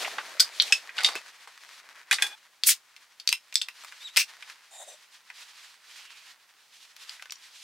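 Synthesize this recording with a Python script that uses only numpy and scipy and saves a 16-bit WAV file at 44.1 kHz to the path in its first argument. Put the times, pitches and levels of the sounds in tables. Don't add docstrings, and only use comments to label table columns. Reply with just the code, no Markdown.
import sys
import numpy as np
from scipy import signal
from scipy.fft import rfft, irfft, next_fast_len
from scipy.io import wavfile
from scipy.ndimage import uniform_filter1d, minimum_filter1d

SR = 44100
rng = np.random.default_rng(int(sys.argv[2]) if len(sys.argv) > 2 else 0)


def pcm_store(signal):
    levels = np.round(np.clip(np.atleast_2d(signal), -1, 1) * 32767)
    wavfile.write(sys.argv[1], SR, levels.astype(np.int16).T)


N = 336483


def gain_of(db):
    return 10 ** (np.asarray(db) / 20)


def evened(x):
    return x / np.sqrt(np.mean(x ** 2) + 1e-20)


def read(points, hz):
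    f, value = np.transpose(points)
    return np.interp(np.log(hz + 1), np.log(f + 1), value)


def follow(rows):
    s, *columns = np.transpose(rows)
    t = np.arange(s[0], s[-1], 1 / SR)
    return [s[0]] + [np.interp(t, s, column) for column in columns]


def add(mix, s, sound):
    part = mix[:, max(round(s * SR), 0):][:, :sound.shape[1]]
    part += sound[:, :part.shape[1]]


def shaped(x, spectrum):
    n = x.shape[-1]
    size = next_fast_len(n)
    gain = gain_of(read(spectrum, np.fft.rfftfreq(size, 1 / SR)))
    return irfft(rfft(x, size) * gain, size)[..., :n]


def low_cut(x, edge_hz):
    sections = signal.butter(2, edge_hz, "high", fs=SR, output="sos").repeat(2, axis=0)
    return signal.sosfilt(sections, x)


# f/Hz, level/dB
WIDTH = [(1000, -21), (2000, -15), (4000, -9), (8000, -7), (16000, -11)]


def spread(pair):
    side = shaped(pair[1], WIDTH)
    return np.array([pair[0] + side, pair[0] - side])


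def noise(count):
    length = N if count > SR else SR // 2
    return spread(rng.standard_normal((2, length)))[:, :count]


def resonate(x, hz, width):
    turn = np.exp(2j * np.pi * np.cumsum(hz * np.ones(x.shape[-1])) / SR)
    r = np.exp(-np.pi * width / SR)
    smooth = signal.lfilter([1 - r], [1, -r], x / turn + 1e-18)
    return 2 * (turn * smooth).real


def ring(x, modes):
    return sum(gain_of(db) * resonate(resonate(x, hz, 2 * width), hz, 2 * width)
               for hz, width, db in modes)


def flutter(depth_db=3.5, rate_hz=34):
    steps = rng.standard_normal(size=400)
    place = np.arange(N) / SR * rate_hz
    return gain_of(depth_db * np.interp(place, np.arange(len(steps)), steps))


def contact(x, hz, below, above, top_hz, floor_db=-46, size=8192):
    f = abs(np.fft.fftfreq(size, 1 / SR)) + 1
    octaves = np.log2(f / hz)
    db = np.maximum(np.minimum(below * octaves, -above * octaves), floor_db)
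    db = db - 10 * np.log10(1 + (420 / (f + 40)) ** 4)
    db = db - 10 * np.log10(1 + (f / top_hz) ** 10)
    response = np.exp(np.conj(signal.hilbert(np.log(gain_of(db)))))
    return np.fft.ifft(np.fft.fft(x, size) * response).real[:, :x.shape[1]]


def blows(rows, ring_db, ring_t60, snap_db, rattle_t60, bass_fall_db, top_hz=14500,
          snap_t60=0.0047, smear=0.79, focus=0.15, count=6000):
    # ring_t60, snap_t60 in s; rattle_t60 in s for a blow of -20 dB; bass_fall_db per octave before focus
    out, t = np.zeros((2, N)), np.arange(count) / SR
    attack = round(.004 * SR)
    for s, db, hz, treble_fall, modes in rows:
        t60 = rattle_t60 * (min(db, -10) / -20) ** smear
        fade = gain_of(-60 * t / t60) + gain_of(snap_db - 60 * t / snap_t60)
        rattle = spread(rng.choice([-1., 1.], (2, count))) * fade
        chance = rng.standard_normal((len(modes), 3))
        tone = 0
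        for (f, level), (detune, phase, lag) in zip(modes, chance):
            turns = f * (1 + 0.0015 * detune) * t + phase
            sides = np.array([[1], [-1]]) * lag * gain_of(read(WIDTH, f))
            fading = gain_of(ring_db + level - 60 * t / ring_t60)
            tone = tone + fading * np.sin(2 * np.pi * turns + sides)
        bass_fall = bass_fall_db + focus * treble_fall
        hit = contact(rattle + tone, hz, bass_fall, treble_fall, top_hz)
        add(out, s, gain_of(db) * hit / np.sqrt(np.mean(hit[:, :attack] ** 2)))
    return out


# f/Hz, relative level/dB
AIR = [(25, -39.5), (85, -9.5), (300, -5.5), (1000, 6.5), (2000, 1.5), (6000, -2.5), (16000, -9)]


def outdoor_air():
    return gain_of(-66.0) * evened(shaped(noise(N), AIR))


# f/Hz, t/s
TENT = [(200, 0.058), (1500, 0.1), (5000, 0.13), (14000, 0.11)]


def tent(x, first_s=0.0054, count=9000):
    t = np.arange(count) / SR
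    taps = rng.choice([-1., 1.], (2, count)) * (rng.random((2, count)) < 4000 / SR) * (t > first_s)
    hz, when, z = signal.stft(spread(taps), SR, nperseg=256)
    fade = gain_of(-60 * when / read(TENT, hz)[:, None])
    tail = signal.istft(z * fade, SR, nperseg=256)[1]
    return signal.oaconvolve(x, tail / np.linalg.norm(tail[0]), axes=1)[:, :N]


# t/s, level/dB before panning, f/Hz
SLEEVE_SWISH = [(5.9, -63, 2880), (6.12, -54.5, 2700), (6.33, -65, 2180)]


def swish(width_hz=520):
    s, db, hz = follow(SLEEVE_SWISH)
    return s, gain_of(db) * evened(ring(noise(len(hz)), [(hz, width_hz, 0)]))


def bumps(per_s, low_hz, high_hz, size=N, count=24):
    out, t = np.zeros((1, size)), np.arange(SR // count) / SR
    for when, pitch, force in rng.random((int(per_s * size / SR), 3)):
        hz = low_hz * (high_hz / low_hz) ** pitch
        cycles = hz * t
        grain = np.sqrt(hz) * np.sin(2 * np.pi * cycles) * cycles ** 2 * np.exp(-cycles)
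        add(out, when * size / SR, gain_of(10 * force ** 3) * grain[None])
    return evened(out[0])


def fibres(per_s, spread_db, grain_db):
    size = gain_of(spread_db * np.minimum(rng.exponential(1, (2, N)), 4))
    catches = rng.choice([-1., 1.], (2, N)) * size * (rng.random(N) < per_s / SR)
    return spread(rng.standard_normal((2, N)) + gain_of(grain_db) * evened(catches))


STROKE_RISE_S, STROKE_FALL_S, STROKE_SAG_DB_PER_S = 0.068, 0.021, 8
REST_BODY_DB, REST_HISS_DB = -63.5, -59.5
# start t/s, length t/s, hiss level/dB (before the trims in cloth()),
# body against hiss level/dB (before the same trims)
CLOTH_STROKES = [(-0.05, 0.13, -33.5, -9.5), (0.06, 0.8, -42.5, -3), (0.517, 0.25, -35, -16),
                 (0.816, 0.35, -52.5, 2), (0.959, 0.34, -43.5, -5), (1.25, 0.33, -52.5, -1),
                 (1.565, 0.23, -47, -5.5), (1.753, 0.57, -61.5, 9), (2.119, 0.21, -46.5, -2.5),
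                 (3.683, 0.47, -49, -7), (4.235, 0.39, -50.5, -3), (4.64, 0.53, -51, -7.5),
                 (5.329, 0.1, -44.5, -10), (5.444, 0.31, -49, -8), (5.817, 0.5, -48, -7.5),
                 (5.896, 0.086, -45.5, -26), (6.578, 0.34, -54.5, -28), (6.72, 0.11, -46.5, -31),
                 (6.934, 0.5, -50.5, -6.5), (6.985, 0.044, -41, -14), (7.38, 0.22, -49.5, -10),
                 (7.527, 0.2, -40.5, -19)]


def strokes():
    t = np.arange(N) / SR
    body, hiss = gain_of(REST_BODY_DB) ** 2, gain_of(REST_HISS_DB) ** 2
    for start, length, db, body_db in CLOTH_STROKES:
        age = np.maximum(t - start, 0)
        rise = np.minimum(age / STROKE_RISE_S, 1)
        speed = rise * np.exp(-np.maximum(age - length, 0) / STROKE_FALL_S)
        power = (speed * gain_of(db - STROKE_SAG_DB_PER_S * age)) ** 2
        body = body + power * gain_of(body_db) ** 2
        hiss = hiss + power
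    return np.sqrt(body), np.sqrt(hiss)


# f/Hz, relative level/dB
CLOTH_BODY = [(100, -64.5), (250, -33), (500, -24.5), (900, 6.5), (1300, 10), (1900, 12.5), (2600, 0.5),
              (4000, -38)]
CLOTH_HISS = [(1200, -34.5), (2400, -0.5), (3200, 2), (4600, 1), (6500, -4), (9000, -9.5), (12000, -14.5),
              (16000, -27.5)]
MAT_SCUFF = [(100, -38), (170, -9), (280, 4.5), (500, 13), (900, 5), (2000, -20.5)]
# t/s, left minus right level/dB
CLOTH_PAN = [(0.0, 1.0), (4.6, 0.0), (6.0, -2.0), (7.6, -0.8)]


def cloth(body_db=-4.0, hiss_db=-3.5, scuff_db=-61, bumps_db=-54, growth=2.7, ticks_db=-7, ticks_per_s=60):
    body, hiss = strokes()
    rub = fibres(per_s=720, spread_db=3.0, grain_db=-10.5) * flutter()
    touches = noise(N) * (rng.random(N) < ticks_per_s / SR)
    tick_colour = shaped(touches, CLOTH_BODY) / gain_of(2.5) + shaped(touches, CLOTH_HISS)
    ticks = gain_of(ticks_db) * body * evened(tick_colour)
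    out = body * gain_of(body_db) * evened(shaped(rub, CLOTH_BODY))
    out += ticks + .5 * tent(ticks)
    out += hiss * gain_of(hiss_db) * evened(shaped(rub, CLOTH_HISS))
    add(out, *swish())
    scuff = gain_of(scuff_db) * evened(shaped(rub, MAT_SCUFF))
    jostle = scuff + gain_of(bumps_db) * bumps(per_s=280, low_hz=580, high_hz=2600)
    vigour = body / gain_of(-48)
    pan_db = np.interp(np.arange(N) / SR, *np.transpose(CLOTH_PAN))
    return (out + vigour ** growth * jostle) * gain_of([pan_db / 2, -pan_db / 2])


# t/s, level/dB before the fade
THUDS = [(0.172, -43.5), (1.047, -37.5), (1.1541, -34), (4.17, -40)]
# f/Hz, relative level/dB
THUD = [(100, -32.5), (210, 3.5), (420, 7.5), (700, 10.5), (1500, -27.5), (4000, -47.5)]


def thuds(t60=0.069, attack_s=0.0047, count=6000):
    out, t = np.zeros((2, N)), np.arange(count) / SR
    for s, db in THUDS:
        fade = np.minimum(t / attack_s, 1) * gain_of(db - 60 * t / t60)
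        add(out, s, fade * evened(shaped(noise(count), THUD)))
    return out


# f/Hz, relative level/dB
SLAT = [(1620, -1), (2610, 7), (5160, 5), (5281, 8.5), (6620, 4), (8020, 5.5)]
HANGER_HOOK = [(1490, 2.5), (3475, -3.5), (4290, 0), (4800, 5), (5006, -4.5), (6250, 1), (7910, -0.5)]
HANGER_ARM = [(3027, -4.5), (3171, 0.5), (4140, -20), (4330, -3.5), (5730, 7.5)]
# t/s, level/dB before panning, brightest f/Hz, fall above it (dB per octave), what rings
HANGER_CLACKS = [(0.3975, -15.5, 4850, 18, HANGER_HOOK), (0.4015, -5.5, 4800, 11, HANGER_HOOK),
                 (0.406, -14, 4970, 14, HANGER_HOOK), (0.5997, -7, 4290, 64, HANGER_ARM),
                 (0.6045, -22.5, 4000, 75, HANGER_ARM), (0.622, -23, 3900, 10, HANGER_ARM),
                 (1.1538, -29, 1530, 5.3, HANGER_HOOK), (6.965, -44.5, 2150, 5.1, HANGER_ARM),
                 (7.094, -34.5, 4570, 18, HANGER_HOOK), (7.2238, -37.5, 1460, 7.3, HANGER_ARM),
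                 (7.257, -43, 1510, 8.2, HANGER_HOOK), (7.2975, -41.5, 2250, 13, HANGER_ARM),
                 (7.307, -36, 5750, 28, HANGER_HOOK), (7.322, -33, 2550, 5.4, HANGER_ARM),
                 (7.356, -47, 5600, 30, HANGER_ARM)]


def hanger_clacks():
    return blows(HANGER_CLACKS, ring_db=-16, ring_t60=0.034, snap_db=-4.5, rattle_t60=0.013, bass_fall_db=8)


# f/Hz, relative level/dB
RACK = [(450, 4.5), (820, 1.5), (1150, 0), (2050, -0.5), (2875, -3.5), (3260, -10), (3700, 1.5), (4550, 1),
        (4790, -1)]
STACKED_POLE = [(1595, 4.5), (1952, 2.5), (2440, 4.5), (2541, 2), (3410, 2.5)]
HELD_POLE = [(835, 6.5), (1618, 7.5), (2458, -0.5), (3432, 9.5)]
# t/s, level/dB, brightest f/Hz, fall above it (dB per octave), what rings
POLE_KNOCKS = [(0.047, -27.5, 2340, 24, RACK), (0.073, -42, 820, 9.5, RACK), (0.183, -26, 1450, 13, RACK),
               (0.704, -43, 820, 22, RACK), (0.7235, -9.5, 2600, 7.5, SLAT), (0.728, -24.5, 2760, 5, SLAT),
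               (0.892, -35, 2150, 22, STACKED_POLE), (0.9675, -39.5, 2820, 8.5, RACK),
               (0.9815, -24.5, 3080, 18, RACK), (0.987, -26.5, 1430, 8, HANGER_HOOK),
               (1.006, -28.5, 1920, 9, RACK), (1.034, -29, 3700, 4, RACK), (1.046, -9.5, 3500, 13.5, RACK),
               (1.0615, -21, 3450, 10, RACK), (1.087, -27, 1170, 5.5, RACK), (1.160, -31, 2500, 9.5, SLAT),
               (1.173, -41.5, 1100, 5.5, RACK), (1.474, -42.5, 950, 4.5, RACK),
               (2.1113, -15, 1620, 3.5, STACKED_POLE), (2.118, -19.5, 2440, 7.5, STACKED_POLE),
               (2.127, -17.5, 1640, 3.5, RACK), (2.141, -25.5, 4360, 8, RACK),
               (2.185, -27.5, 1940, 14, STACKED_POLE), (2.216, -40, 1950, 12, STACKED_POLE),
               (2.2227, -14.5, 2000, 2.5, HELD_POLE), (2.266, -32, 1460, 1, HELD_POLE),
               (7.195, -44.5, 1940, 26.5, STACKED_POLE)]


def pole_knocks():
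    return blows(POLE_KNOCKS, ring_db=-10, ring_t60=0.045, snap_db=-8, rattle_t60=0.069,
                 bass_fall_db=14.0, top_hz=10500)


# t/s, level/dB
POLE_DRAG = [(0.965, -48), (0.985, -42), (1.07, -36.5), (1.15, -48.5)]


def drag(slips_per_s=520, width_hz=220):
    s, db = follow(POLE_DRAG)
    slips = noise(len(db)) * (rng.random(len(db)) < slips_per_s / SR)
    ringing = ring(slips, [(hz, width_hz, level) for hz, level in RACK[1:]])
    return s, gain_of(db) * evened(low_cut(ringing, 250))


# t/s, level/dB of the ringing
POLE_SLIDE = [(2.225, -50), (2.245, -31), (2.285, -51), (2.352, -45.5), (2.36, -86)]


def slide(width_hz=55, rasp_db=-11, grip_hz=2450, grip_width_hz=1100):
    s, db = follow(POLE_SLIDE)
    rub = low_cut(resonate(noise(len(db)), grip_hz, grip_width_hz), 440)
    ringing = ring(rub, [(hz, width_hz, level) for hz, level in HELD_POLE])
    return s, gain_of(db) * (evened(ringing) + gain_of(rasp_db) * evened(rub))


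# f/Hz, relative level/dB
CAN_TAB = [(2450, -2.5), (4350, -8), (4640, 4), (6280, 1.5)]
CAN_RIM = [(3570, 7), (5270, -11), (6820, -16), (7780, 12)]
CAN_WALL = [(973, 0.5), (2060, -0.5), (2430, 3.5), (2700, 1), (5260, 6.7)]
# t/s, level/dB before panning, brightest f/Hz, fall above it (dB per octave), what rings
CAN_CLICKS = [(2.636, -18, 4100, 16.3, CAN_TAB), (2.6893, -22.5, 2210, 34, CAN_WALL),
              (2.964, -44.5, 3180, 11, CAN_WALL), (3.199, -37, 3770, 14.4, CAN_TAB),
              (3.275, -16, 4370, 16.3, CAN_TAB), (3.2903, -18, 4400, 13, CAN_TAB),
              (3.319, -34, 2800, 6.2, CAN_TAB), (3.3272, -16, 3100, 9, CAN_WALL),
              (3.5255, -38.5, 2360, 10, CAN_WALL), (3.542, -36, 4400, 8.6, CAN_RIM),
              (3.5556, -12, 4500, 12.6, CAN_RIM), (3.615, -24.5, 3520, 15.4, CAN_RIM),
              (3.6187, -25, 4520, 15, CAN_RIM), (3.6855, -32, 1840, 6.8, CAN_WALL),
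              (3.837, -44.5, 1250, 6, CAN_RIM), (3.847, -39.5, 1240, 4.5, CAN_WALL),
              (3.923, -41, 1630, 9.7, CAN_WALL), (4.162, -24.5, 2630, 9.9, CAN_WALL),
              (4.1683, -19, 2330, 3.6, CAN_WALL), (4.172, -12, 2250, 5.5, CAN_WALL),
              (4.4245, -38, 2370, 14.5, CAN_WALL), (4.499, -39, 1820, 8.4, CAN_WALL),
              (5.3015, -37.5, 1930, 13.6, CAN_WALL)]


def can_clicks():
    return blows(CAN_CLICKS, ring_db=-11.5, ring_t60=0.025, snap_db=1, rattle_t60=0.024, bass_fall_db=10.5)


# t/s, level/dB before panning, f/Hz
SQUEAKS = [
    [(4.005, -51, 3560), (4.04, -48, 3770), (4.058, -39, 3900), (4.08, -42.5, 3600), (4.094, -56, 1960)],
    [(4.082, -64, 3420), (4.11, -57, 3920), (4.145, -62, 3720)],
]


def squeak(rows, jitter=0.021, partial_fall_db=-15):
    s, db, hz = follow(rows)
    waver = evened(uniform_filter1d(noise(len(hz))[0], size=40))
    turns = np.cumsum(hz * (1 + jitter * waver)) / SR
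    tone = sum(gain_of(partial_fall_db * k) * np.sin(2 * np.pi * (k + 1) * turns) for k in range(3))
    return s, np.array([[1], [1]]) * gain_of(db) * evened(tone)


# t/s, level/dB before panning, whistle f/Hz
TAB_BEND = [(4.71, -62, 7100), (4.76, -47, 7240), (4.81, -47.5, 6800), (4.88, -42.5, 6240),
            (4.97, -59.5, 5800)]
# f/Hz (the first one moves), nominal width f/Hz, relative level/dB
LID = [(657, 132, 9.5), (1880, 49, 2.5), (3700, 170, 6), (7560, 280, 2.5), (8250, 1500, -2.5)]


def tab_bend(whistle_db=-7, whistle_width_hz=350, sag=1.35):
    s, db, hz = follow(TAB_BEND)
    scrape = noise(len(hz)) * flutter()[:len(hz)] ** 2
    whistle = resonate(resonate(scrape, hz, whistle_width_hz), hz, whistle_width_hz)
    (low_hz, low_width, low_db), *upper = LID
    sinking_hz = low_hz * (hz / hz.mean()) ** sag
    lid = ring(scrape, [(sinking_hz, low_width, low_db)] + upper)
    both = evened(lid) + gain_of(whistle_db) * evened(whistle)
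    return s, gain_of(db) * evened(low_cut(both, 330))


# f/Hz, nominal width f/Hz, relative level/dB
HEADSPACE = [(2550, 290, 12.5), (5550, 800, 3), (8200, 300, 8.5)]


def spurt(rows, breadth_hz, cavity_db, low_edge_hz):
    s, flow_db, hz = follow(rows)
    jet = noise(len(hz))
    jet = evened(resonate(resonate(jet, hz, breadth_hz), hz, breadth_hz))
    jet = jet + gain_of(cavity_db) * evened(ring(jet, HEADSPACE))
    jet = low_cut(jet, low_edge_hz)
    sputter = flutter(depth_db=1.0, rate_hz=357)[:len(hz)]
    return s, gain_of(flow_db) * evened(jet * sputter)


# t/s, flow level/dB before panning, brightest f/Hz
FIRST_SPURT = [(2.640, -37.5, 4300), (2.657, -39, 5000), (2.672, -13.5, 10500), (2.683, -16.5, 9800),
               (2.694, -15.5, 7800), (2.703, -17, 7200), (2.728, -25.5, 4600), (2.758, -55.5, 3700)]
SECOND_SPURT = [(4.173, -16, 2890), (4.192, -22.5, 3480), (4.207, -20.5, 3520), (4.220, -27.5, 3440),
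                (4.250, -46, 2980)]


def escaping_gas():
    gas = np.zeros((2, N))
    add(gas, *spurt(FIRST_SPURT, breadth_hz=8380, cavity_db=-27.5, low_edge_hz=1780))
    add(gas, *spurt(SECOND_SPURT, breadth_hz=6500, cavity_db=-3, low_edge_hz=1600))
    return gas


def scene():
    poles, hangers, can, gas = pole_knocks(), hanger_clacks(), can_clicks(), escaping_gas()
    add(poles, *drag())
    for rows in SQUEAKS:
        add(can, *squeak(rows))
    add(can, *tab_bend())
    sent = gain_of(-9.5) * poles + gain_of(-10.5) * hangers + gain_of(-9.5) * can + gain_of(-15.5) * gas
    echoes = tent(sent)
    add(poles, *slide())
    a_little_left = gain_of([[.5], [-.5]])
    near = poles + (hangers + can + gas) * a_little_left
    return near + thuds() + echoes + cloth() + outdoor_air()


EDGE_HZ = 15900


def record(dry):
    allowed = np.minimum(.85 / (abs(dry).max(0) + 1e-9), 1)
    limited = dry * uniform_filter1d(minimum_filter1d(allowed, size=81), size=81)
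    band = signal.firwin(511, EDGE_HZ, window=("kaiser", 9), fs=SR)
    return signal.oaconvolve(limited, band[None], "same")


dry = scene()
out = record(dry)
pcm_store(out)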